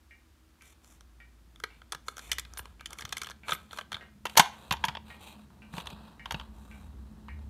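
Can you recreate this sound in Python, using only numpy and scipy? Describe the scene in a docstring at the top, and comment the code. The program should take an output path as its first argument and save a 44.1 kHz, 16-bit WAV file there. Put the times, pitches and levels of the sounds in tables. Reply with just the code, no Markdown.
"""Cassette into a portable player

A cassette is eased into the lid of a player on a wooden floor; the lid snaps shut and the player is turned and set
down. Close by, clusters of contacts drive plastic resonances, grains make the rubs, a plucked steel spring rings and
the boards thud in damped sines. Far off a pendulum clock ticks in ringing modes, heard mostly by the walls.
Behind it lie a low wavering rumble, a drone and murmur of filtered noise, a whine that stops, and steady hiss."""
import sys
import numpy as np
from scipy import signal
from scipy.fft import rfft, irfft
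from scipy.io import wavfile

SR = 44100
rng = np.random.default_rng(int(sys.argv[2]) if len(sys.argv) > 2 else 0)


def wav_out(sig):
    """Save sig, one row per channel (or a flat mono array), as 16-bit PCM at SR to the path in sys.argv[1]."""
    wavfile.write(sys.argv[1], SR, np.round(np.clip(np.atleast_2d(sig).T, -1, 1) * 32767).astype(np.int16))


N = 330529
BLOW = 1600  # samples a blow may last
SWELL_MS = 0.33  # time constant with which a blow builds up


def from_db(db):
    """Decibels to gain."""
    return 10 ** (np.asarray(db) / 20)


def rms_one(x):
    """Scaled to rms 1."""
    return x / np.sqrt(np.mean(x ** 2) + 1e-20)


def in_time(rows):
    """Columns of a curve at every sample, in straight lines between the rows."""
    s, *columns = np.transpose(rows)
    return [np.interp(np.arange(N) / SR, s, column) for column in columns]


def cut(x, hz, kind, order=2):
    """Low- or high-pass."""
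    return signal.sosfilt(signal.butter(order, hz, kind, fs=SR, output="sos"), x)


def band(x, low_hz, high_hz):
    """Band-pass."""
    return signal.sosfilt(signal.butter(2, [low_hz, high_hz], "band", fs=SR, output="sos"), x)


def resonate(x, hz, width_hz):
    """A two-pole resonance whose answer to a unit click peaks near 1."""
    radius = np.exp(-np.pi * max(width_hz, 3) / SR)
    angle = 2 * np.pi * hz / SR
    return signal.lfilter([np.sin(angle)], [1, -2 * radius * np.cos(angle), radius * radius], x + 1e-18)


def place(s, sounds):
    """Short sounds, one a row, laid down at their times."""
    at = (s * SR).astype(int)[:, None] + np.arange(sounds.shape[1])
    return np.bincount(at.ravel(), sounds.ravel(), N + sounds.shape[1])[:N]


def chatter(decay_ms, count):
    """A blow is a short cluster of contacts: noise that swells and dies."""
    ms = np.arange(BLOW) / SR * 1000
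    swell = 1 - np.exp(-ms / SWELL_MS)
    return rng.standard_normal((count, BLOW)) * swell * np.exp(-ms / np.clip(decay_ms, .2, 8))


def struck(rows, modes, level_db, contact_ms):
    """Blows, each a time in seconds and a level in dB, set off modes that ring longer than the contact."""
    s, peak_db = np.transpose(rows)
    contacts = np.pad(chatter(contact_ms, count=len(s)), ((0, 0), (0, 3 * BLOW)))  # room to ring out
    sounds = 0
    for hz, mode_db, t60_s in modes:
        ring = resonate(contacts, hz, np.log(1000) / np.pi / t60_s)
        sounds = sounds + from_db(mode_db) * ring / np.abs(ring).max(axis=1, keepdims=True)
    return place(s, from_db(peak_db + level_db)[:, None] * sounds)


# Colour of the hiss. Each row: frequency in Hz, relative level in dB per Hz.
HISS_COLOUR = [(200, -32), (320, -8), (450, -18.5), (1000, -16.5), (1600, -17), (2200, -20), (7000, -25),
               (16000, -30)]
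HISS_DB = -70  # rms


def hiss():
    """Steady air and microphone noise: white noise shaped in the spectrum."""
    hz = np.arange(N // 2 + 1) * SR / N + 1
    at_hz, level_db = np.transpose(HISS_COLOUR)
    shape = from_db(np.interp(np.log(hz), np.log(at_hz), level_db))
    return from_db(HISS_DB) * rms_one(irfft(rfft(rng.standard_normal(N)) * shape, N))


# Low rumble of the room. Each row: time in seconds, lower tone in dB, upper tone in dB.
RUMBLE_LEVELS = [(0.0, -67.5, -63.5), (0.79, -68, -64.5), (1.02, -56, -79), (2.21, -59.5, -72),
                 (2.29, -48.5, -65), (3.44, -65.5, -61), (4.67, -66, -64), (4.71, -56, -48),
                 (5.34, -73, -61), (5.76, -57, -63), (5.88, -53, -50), (6.13, -62, -76), (6.32, -47, -49.5),
                 (6.61, -52, -59.5), (6.99, -53, -44.5), (7.18, -53.5, -66), (7.32, -62.5, -41.5),
                 (7.49, -57.5, -44)]
# Pitches of the rumble: lower tone in Hz, upper tone in Hz.
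RUMBLE_TONES_HZ = (57.5, 71.5)
# Drone near 215 Hz and dull murmur. Each row: time in seconds, drone in dB, murmur in dB.
DRONE_LEVELS = [(0.0, -105, -73.5), (3.2, -80, -62), (3.4, -64, -63), (5.13, -59.5, -60), (7.49, -56, -56)]
# Two faint narrow tones that stop. Each row: pitch in Hz, level in dB.
WHINE_TONES = [(243, -77), (320, -76.5)]
WHINE_ENDS_S = 2.9


def rumble(width_hz):
    """Two nearly pure low tones that trade levels, a narrow drone, a dull murmur and a faint whine."""
    drone_db, murmur_db = in_time(DRONE_LEVELS)
    t, white = np.arange(N) / SR, rng.standard_normal((4, N))
    waver = np.cumsum(white[:2], axis=1) * np.sqrt(2 * np.pi * width_hz / SR)  # the phase walks at random
    tones = np.sqrt(2) * np.sin(2 * np.pi * np.outer(RUMBLE_TONES_HZ, t) + waver)
    low = band(np.sum(from_db(in_time(RUMBLE_LEVELS)) * tones, axis=0), 30, 140)
    drone = from_db(drone_db) * rms_one(resonate(resonate(white[2], 213, 9), 213, 18))
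    murmur = from_db(murmur_db) * rms_one(band(white[3], 75, 240))
    whine = sum(from_db(db) * rms_one(resonate(white[2], hz, 5.2)) for hz, db in WHINE_TONES)
    return low + drone + murmur + (t < WHINE_ENDS_S) * whine


# Two stretches of steady beating, far off.
# Each row: first tick in seconds, first tock in seconds, number of swings, level in dB before trim.
CLOCK_STRETCHES = [(0.1086, 0.61, 3, -44.5), (4.009, 3.434, 4, -40.5)]
SWING_S = 1.093  # from one tick to the next


def beats(which):
    """Times and levels of the ticks (0) or tocks (1), one a swing."""
    return [(row[which] + SWING_S * k, row[3]) for row in CLOCK_STRETCHES for k in range(int(row[2]))]


# Ringing modes of the tick. Each row: pitch in Hz, relative level in dB, 60 dB decay in seconds.
TICK_MODES = [(873, -25.5, 0.038), (1680, -19, 0.1), (1893, 2, 0.049), (2120, 1, 0.033), (2310, 3, 0.039),
              (2793, -11.5, 0.11), (2860, -26, 0.048)]
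# Ringing modes of the tock. Each row: pitch in Hz, relative level in dB, 60 dB decay in seconds.
TOCK_MODES = [(1550, -11, .05), (2380, -1, 0.015), (2334, -4.5, 0.059), (2670, -9, 0.022), (2800, -16, .04)]


def pendulum_clock():
    """Each half swing strikes its own set of modes; the tock's contact is shorter."""
    ticks = struck(beats(0), TICK_MODES, level_db=-9.5, contact_ms=2.4)
    return ticks + struck(beats(1), TOCK_MODES, level_db=-6.5, contact_ms=0.73)


ROOM_T60_S, ROOM_DB, WALL_CUT_HZ = 0.32, -17, 4200


def room(x):
    """A dying noise as the room's answer, duller as it fades."""
    t = np.arange(SR // 2) / SR
    fade = from_db(-60 * t / ROOM_T60_S) * np.minimum(t / 0.0059, 1)
    white = rng.standard_normal(len(t))
    dull = cut(white, WALL_CUT_HZ, "low", order=1)
    treble = from_db(3) * (white - dull) * from_db(-60 * t / 0.16)  # fades faster than the rest
    tail = fade * (dull + treble)
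    return signal.fftconvolve(x, tail / np.sqrt(np.sum(tail ** 2)))[:N]


# The player thuds on the boards. Each row: start in seconds, level in dB before trim, pitch in Hz.
FLOOR_THUDS = [(1.949, -49.5, 147), (2.6, -43, 85), (3.044, -37.5, 103), (3.523, -37.5, 158),
               (3.941, -39, 95), (4.372, -35.5, 85), (4.394, -20.5, 168.6), (4.712, -27, 162),
               (4.72, -33, 108), (4.843, -34.5, 190), (4.884, -32, 143), (5.739, -33.5, 172.3),
               (5.779, -33, 172.5), (5.927, -37.5, 165), (6.309, -40, 81.6), (6.343, -29.5, 155)]
THUD_WIDTH_HZ = 36  # damping


def thuds():
    """The boards answer a soft push with one low, quickly damped ring."""
    s, peak_db, hz = np.transpose(FLOOR_THUDS)
    t = np.arange(4000) / SR
    fade = (1 - np.exp(-t / 0.00077)) * np.exp(-np.pi * THUD_WIDTH_HZ * t)
    return place(s, from_db(peak_db + 2.0)[:, None] * fade * np.sin(2 * np.pi * hz[:, None] * t))


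# What a stroke rubs up, low, middle and high. Each row: from Hz, to Hz.
RUBBED_BANDS = [(400, 1900), (1900, 4300), (4300, 16000)]
# How fast a stroke dies away: low, middle and high resonances in dB per second.
LET_GO_DB_PER_S = (249, 399.5, 700.5)
PRESS_DB_PER_S = 700.5  # a stroke swells in this fast
ARCH_DB = 5  # a stroke is this much softer at its ends than in its middle


def stroked(strokes, rest):
    """Gains of the three bands: each stroke swells in, arches and dies away over the resting hand."""
    t = np.arange(0, N + 32, 32) / SR
    start, end, *levels_db = np.transpose(strokes)[:, :, None]
    early, late = np.maximum(start - t, 0), np.maximum(t - end, 0)
    held = (t >= rest[0]) & (t <= rest[1])
    arch_db = ARCH_DB * np.clip(2 * (t - start) / (end - start) - 1, -1, 1) ** 2
    gains = []
    for db, fall, rest_db in zip(levels_db, LET_GO_DB_PER_S, rest[2:]):
        strokes_gain = from_db(db - arch_db - PRESS_DB_PER_S * early - fall * late).sum(axis=0)
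        gains.append(np.interp(np.arange(N) / SR, t, strokes_gain + held * from_db(rest_db)))
    return gains


def rub(strokes, rest, body, grains_per_s, spread_db, skin_db):
    """Surfaces catch and slip: dense uneven grains into the body; skin and cloth add a broad hiss on top."""
    sizes = from_db(spread_db * np.minimum(rng.exponential(1, N), 5)) * rng.choice([-1, 1], N)
    grip = from_db(2.0 * rms_one(band(rng.standard_normal(N), 12, 80)))  # the grip tightens and slackens
    grains = grip * sizes * (rng.random(N) < grains_per_s / SR)
    skin = cut(grains, 3600, "low", order=1)
    out = 0
    for gain, (low_hz, high_hz) in zip(stroked(strokes, rest), RUBBED_BANDS):
        rings = sum(from_db(db) * resonate(grains, hz, width)
                    for hz, width, db in body if low_hz < hz < high_hz)
        plastic = rms_one(cut(rings, low_hz, "high"))
        skin_hiss = from_db(skin_db) * rms_one(band(skin, low_hz, high_hz))
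        out = out + gain * rms_one(plastic + skin_hiss)
    return out


# Resonances of the cassette shell. Each row: pitch in Hz, width in Hz, relative level in dB.
SHELL_BODY = [(462, 160, -2.5), (1037, 500, 9), (1310, 217, 11.5), (1614, 126, 4), (2184, 345, 3.5),
              (2412, 270, 1), (3125, 320, 0), (3490, 250, 2), (4180, 240, -2.5), (5370, 1500, -29),
              (6070, 1120, 17.5), (7050, 350, 10), (8050, 860, 9.5), (9650, 200, 5), (11000, 900, 8),
              (14300, 1500, -8)]
# Resonances of the player case. Each row: pitch in Hz, width in Hz, relative level in dB.
CASE_BODY = [(500, 250, -13), (927, 119, 14), (1122, 210, 13), (1490, 520, 11), (2510, 73, -12),
             (2660, 150, -6), (3250, 450, 0.5), (3770, 230, -1.5), (4470, 130, -11.5), (6000, 1200, 7.5),
             (7180, 480, 3), (7860, 200, -7), (8500, 560, 3.5), (10700, 4200, 9), (11970, 430, 1),
             (14500, 1800, -9.5)]
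# Strokes on the shell. Each row: start in seconds, end in seconds, low, middle and high resonances in dB.
STROKES_ON_SHELL = [(.62, .725, -70, -63.5, -62.5), (.84, .965, -70, -68, -64.5),
                    (1.66, 1.8, -73, -68, -79), (2.065, 2.12, -61, -63, -60), (2.17, 2.36, -58.5, -55, -57),
                    (2.47, 2.72, -63, -66, -73.5), (2.905, 2.94, -52, -57, -65),
                    (2.985, 3.02, -53.5, -54, -54), (3.06, 3.32, -59.5, -59.5, -68),
                    (3.48, 3.54, -45, -44.5, -49.5), (3.57, 3.66, -68, -65, -69),
                    (3.715, 3.815, -55, -54, -59), (3.92, 4.04, -57.5, -68, -76)]
# Strokes on the case. Each row: start in seconds, end in seconds, low, middle and high resonances in dB.
STROKES_ON_CASE = [(4.27, 4.36, -58, -56.5, -62), (4.53, 4.72, -56, -59, -65.5), (4.8, 4.95, -53, -59, -69),
                   (5.06, 5.17, -54.5, -56.5, -65), (5.21, 5.33, -53.5, -51.5, -57.5),
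                   (5.35, 5.45, -63.5, -66, -73), (5.737, 5.82, -49, -49, -55),
                   (5.855, 5.94, -53, -53.5, -64.5), (5.96, 6.13, -59.5, -63, -76),
                   (6.27, 6.44, -56.5, -60.5, -71.5), (6.55, 6.87, -66.5, -69, -70.5)]
# The hand merely holds the shell: start in seconds, end in seconds, low, middle and high in dB.
HOLDING_SHELL = (0, 4.2, -77, -81, -98.5)
# The hand merely holds the case: start in seconds, end in seconds, low, middle and high in dB.
HOLDING_CASE = (5.5, 7.49, -66.5, -74, -82.5)


def rubbing():
    """Hands and plastic slide on the cassette shell and on the player case."""
    shell = rub(STROKES_ON_SHELL, HOLDING_SHELL, SHELL_BODY, grains_per_s=6000, spread_db=3.2, skin_db=-3)
    return shell + rub(STROKES_ON_CASE, HOLDING_CASE, CASE_BODY, grains_per_s=7000, spread_db=3.2, skin_db=0.4)


# Plucks of the guide spring. Each row: start in seconds, level in dB before trim.
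SPRING_PLUCKS = [(2.5775, -40), (2.5858, -40), (2.596, -46), (3.5318, -40), (3.542, -45)]
# Modes of the spring. Each row: pitch in Hz, relative level in dB, 60 dB decay in seconds.
SPRING_MODES = [(7640, -4, 0.043), (8860, 3.5, 0.027), (10400, 6.5, 0.034), (11930, 2, 0.066),
                (14240, 1, 0.037)]


def guide_spring():
    """Brief contacts set a small steel spring ringing in high modes."""
    return struck(SPRING_PLUCKS, SPRING_MODES, level_db=-4.0, contact_ms=0.79)


SOFT_HZ, SMALL_HZ = 4800, 330  # low modes answer only a blow's soft part; a small body sends out little bass
CRACK_DB, BRIGHT_CRACK_DB = -9, -5.5  # the many small modes blur into a broad crack
CHATTER_MS, CHATTER_MS_PER_DB = 2.69, 0.12  # decay of a knock at -30 dB; harder knocks chatter longer


def peaking(sounds, db):
    """Each row scaled to its own peak level."""
    return (from_db(db) / np.abs(sounds).max(axis=1))[:, None] * sounds


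def knocks(rows, body):
    """Each knock drives every resonance of the body; broad contacts boom, edge contacts snap."""
    s, peak_db, boom_db, snap_db, spot_hz = np.transpose(rows)
    decay_ms = CHATTER_MS + CHATTER_MS_PER_DB * (peak_db + 30)
    contacts = chatter(decay_ms[:, None], count=len(s))
    soft = cut(contacts, SOFT_HZ, "low")
    spot_db = rng.normal(0, 2, (len(s), len(body)))  # no two blows land alike
    sounds = peaking(band(soft, 1500, SOFT_HZ), peak_db + CRACK_DB)
    sounds += peaking(cut(contacts, 11000, "high"), peak_db + snap_db + BRIGHT_CRACK_DB)
    for k, (hz, width_hz, level_db) in enumerate(body):
        boom = np.interp(hz, [1700, 2100], [1, 0])  # share of the panel boom
        snap = np.interp(hz, [4200, 5600], [0, 1])  # share of the bright snap
        push = soft if hz < SOFT_HZ else cut(contacts, hz / 2, "high")
        favour_db = 6 * np.exp(-(np.log(hz / spot_hz) / 0.17) ** 2)  # modes near the spot's pitch
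        ring_db = peak_db + level_db - 10.0 + boom * boom_db + snap * snap_db + favour_db + spot_db[:, k]
        sounds = sounds + (-1) ** k * peaking(resonate(push, hz, width_hz), ring_db)
    return cut(place(s, sounds), SMALL_HZ, "high")


# Knocks of the cassette shell. Each row: start in seconds, level in dB before trims, panel boom in dB,
# bright snap in dB, pitch the struck spot favours in Hz.
KNOCKS_ON_SHELL = [(0.6208, -44, -6.5, -9, 2620), (0.845, -49.5, -7, -5, 4580),
                   (1.0078, -47, -1.5, -8, 3500), (1.5589, -44.5, -5.5, -14, 3370),
                   (1.6004, -43, -1, -4, 3360), (1.6371, -24.5, -1.5, -15.5, 4210),
                   (1.817, -43, -1.5, -21, 1710), (1.921, -26, -1, -8, 4040), (1.9299, -35.5, 5, -12, 3540),
                   (1.9472, -31.5, 1.5, -13, 4100), (2.0822, -26, 1, -14.5, 4100),
                   (2.168, -40, -1, -1, 3270), (2.18, -39, 3, -3, 3330), (2.1921, -33.5, -4, -9.5, 3570),
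                   (2.3158, -15.5, -47, -13, 3230), (2.3294, -30.5, -6.5, -6, 3450),
                   (2.383, -21, -11, -13, 1950), (2.395, -30.5, -14, -2.5, 3470),
                   (2.4497, -35, -15, -24, 2030), (2.5366, -51, 6, 9, 3150), (2.5724, -33, -4, -9, 3860),
                   (2.5917, -30.5, -0.5, -17, 2930), (2.6549, -39, 3, -15.5, 2125),
                   (2.808, -38.5, 0, -13, 1870), (2.8576, -26.5, -15.5, -13, 3220),
                   (2.871, -53, -5, 2, 2160), (2.9058, -43.5, -3, -5, 3180),
                   (2.9302, -33.5, -2.5, -6.5, 3300), (2.9854, -31, -25, -13.5, 2160),
                   (2.9922, -34.5, -4.5, -15, 3510), (3.0078, -33, -8, -10.5, 1700),
                   (3.0205, -29.5, -12, -18, 1690), (3.051, -29.5, -4.5, -14, 3220),
                   (3.0913, -38.5, -11, -9, 3100), (3.1239, -22, -7, -13, 3700),
                   (3.1681, -24.5, -10.5, -13, 2120), (3.18, -35, -7, -3, 3480),
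                   (3.2157, -23, -12, -13.5, 1690), (3.2327, -35, -1, -7, 1700),
                   (3.2443, -34, -16, -13, 3200), (3.2592, -37, -20, -19, 3080),
                   (3.2687, -30.5, -3.5, -17, 3070), (3.2876, -35, -12, -27, 3560),
                   (3.2984, -41, 2.5, -6, 3170), (3.3064, -40.5, -1, -8, 1710),
                   (3.3135, -35.5, -4.5, -16, 1700), (3.482, -26.5, 0.5, -19, 2340),
                   (3.492, -23.5, -2, -18, 1820), (3.5074, -26.5, -9, -11.5, 3670),
                   (3.5197, -20, -0.5, -18, 3540), (3.5307, -25, -3.5, -15, 2120),
                   (3.549, -35, -5, -12, 2120), (3.7089, -36.5, -8, -29, 3570), (3.7298, -36, 2, -10, 3630),
                   (3.7729, -37, -1.5, -10, 3050), (3.7855, -27, 1.5, -18, 3200),
                   (3.8102, -34, -2, -21, 2960), (3.918, -27.5, -0.5, -19, 3340),
                   (3.9279, -27, -4, -17, 3060), (3.943, -26, -8.5, -25.5, 3340),
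                   (3.953, -35, -3, -24, 3210), (3.9664, -39, 3.5, -19, 2910)]
# Knocks of the player case, lid snap included. Each row: start in seconds, level in dB before trims,
# panel boom in dB, bright snap in dB, pitch the struck spot favours in Hz.
KNOCKS_ON_CASE = [(4.2537, -21.5, -8, -9.5, 1580), (4.2654, -27, -12.5, -14, 3440),
                  (4.2961, -34, -35, -8, 2860), (4.3544, -33, -6, -12, 1700), (4.366, -27.5, -12, -6, 4000),
                  (4.3694, -14, -7, -13, 1700), (4.373, -4.5, -15.5, -2, 3960),
                  (4.3804, -13, -3.5, -2, 3170), (4.3949, -3.5, -6.5, -5, 3570),
                  (4.4094, -36, -8, -16, 2850), (4.4154, -33, -12, -18, 2620), (4.4573, -29, -7, -15, 2850),
                  (4.7087, -13.5, -9.5, -17.5, 3350), (4.7227, -17, -11.5, -7, 3540),
                  (4.7364, -31, 2.5, -17, 3060), (4.7681, -35.5, -10, -22, 3300),
                  (4.8394, -18, -6, -20, 3260), (4.8504, -23, -12, -4.5, 2900),
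                  (4.8833, -19, -10, -21, 2970), (4.8944, -34.5, -0.5, -17.5, 1950),
                  (4.9506, -28, -9.5, -25.5, 3330), (4.9696, -30, -8, -32, 2860),
                  (5.5034, -55.5, -2, -11.5, 1790), (5.7379, -34.5, -4, -18, 2020),
                  (5.7664, -36, -14, -10, 3600), (5.7808, -31, -3.5, -13, 3100),
                  (5.8004, -31, -10, -18, 2750), (5.8084, -34, -16, -14, 3670), (5.8576, -38, -9, -9, 4280),
                  (5.8696, -27, -17, -14, 3710), (5.9025, -37.5, -10.5, -7.5, 3180),
                  (6.2567, -29, -6, -20.5, 3130), (6.3081, -21.5, -8.5, -13.5, 3050),
                  (6.3207, -27.5, -7, -7, 2890), (6.3435, -22.5, -9, -27, 2850),
                  (6.3474, -38, -8, -19, 2850), (6.3969, -33, -5.5, -18, 3060),
                  (6.4114, -37, -6, -23.5, 3100), (7.2828, -42.5, -1.5, -18.5, 1680)]


def plastic_knocks():
    """The cassette shell, then the player case, each knocking through its own resonances."""
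    return knocks(KNOCKS_ON_SHELL, SHELL_BODY) + knocks(KNOCKS_ON_CASE, CASE_BODY)


def scene():
    """Player, hands and clock in the room, over its rumble and hiss."""
    background = hiss() + rumble(width_hz=4.4)
    clock = pendulum_clock()
    player = plastic_knocks() + guide_spring()
    reverb = room(from_db(ROOM_DB) * player + from_db(2.0) * clock)  # the far clock is heard mostly by the walls
    return (background + clock + reverb + thuds() + rubbing() + player)[None]


def record(dry):
    """The microphone drops the deepest bass, the highest peaks are rounded, the top is cut."""
    dry = cut(dry, 42, "high", order=3)
    dry = dry / (1 + np.abs(dry / .9) ** 4) ** .25
    return signal.sosfilt(signal.cheby2(12, 60, 16500, fs=SR, output="sos"), dry)  # 60 dB down from 16.5 kHz


dry = scene()
out = record(dry)
wav_out(out)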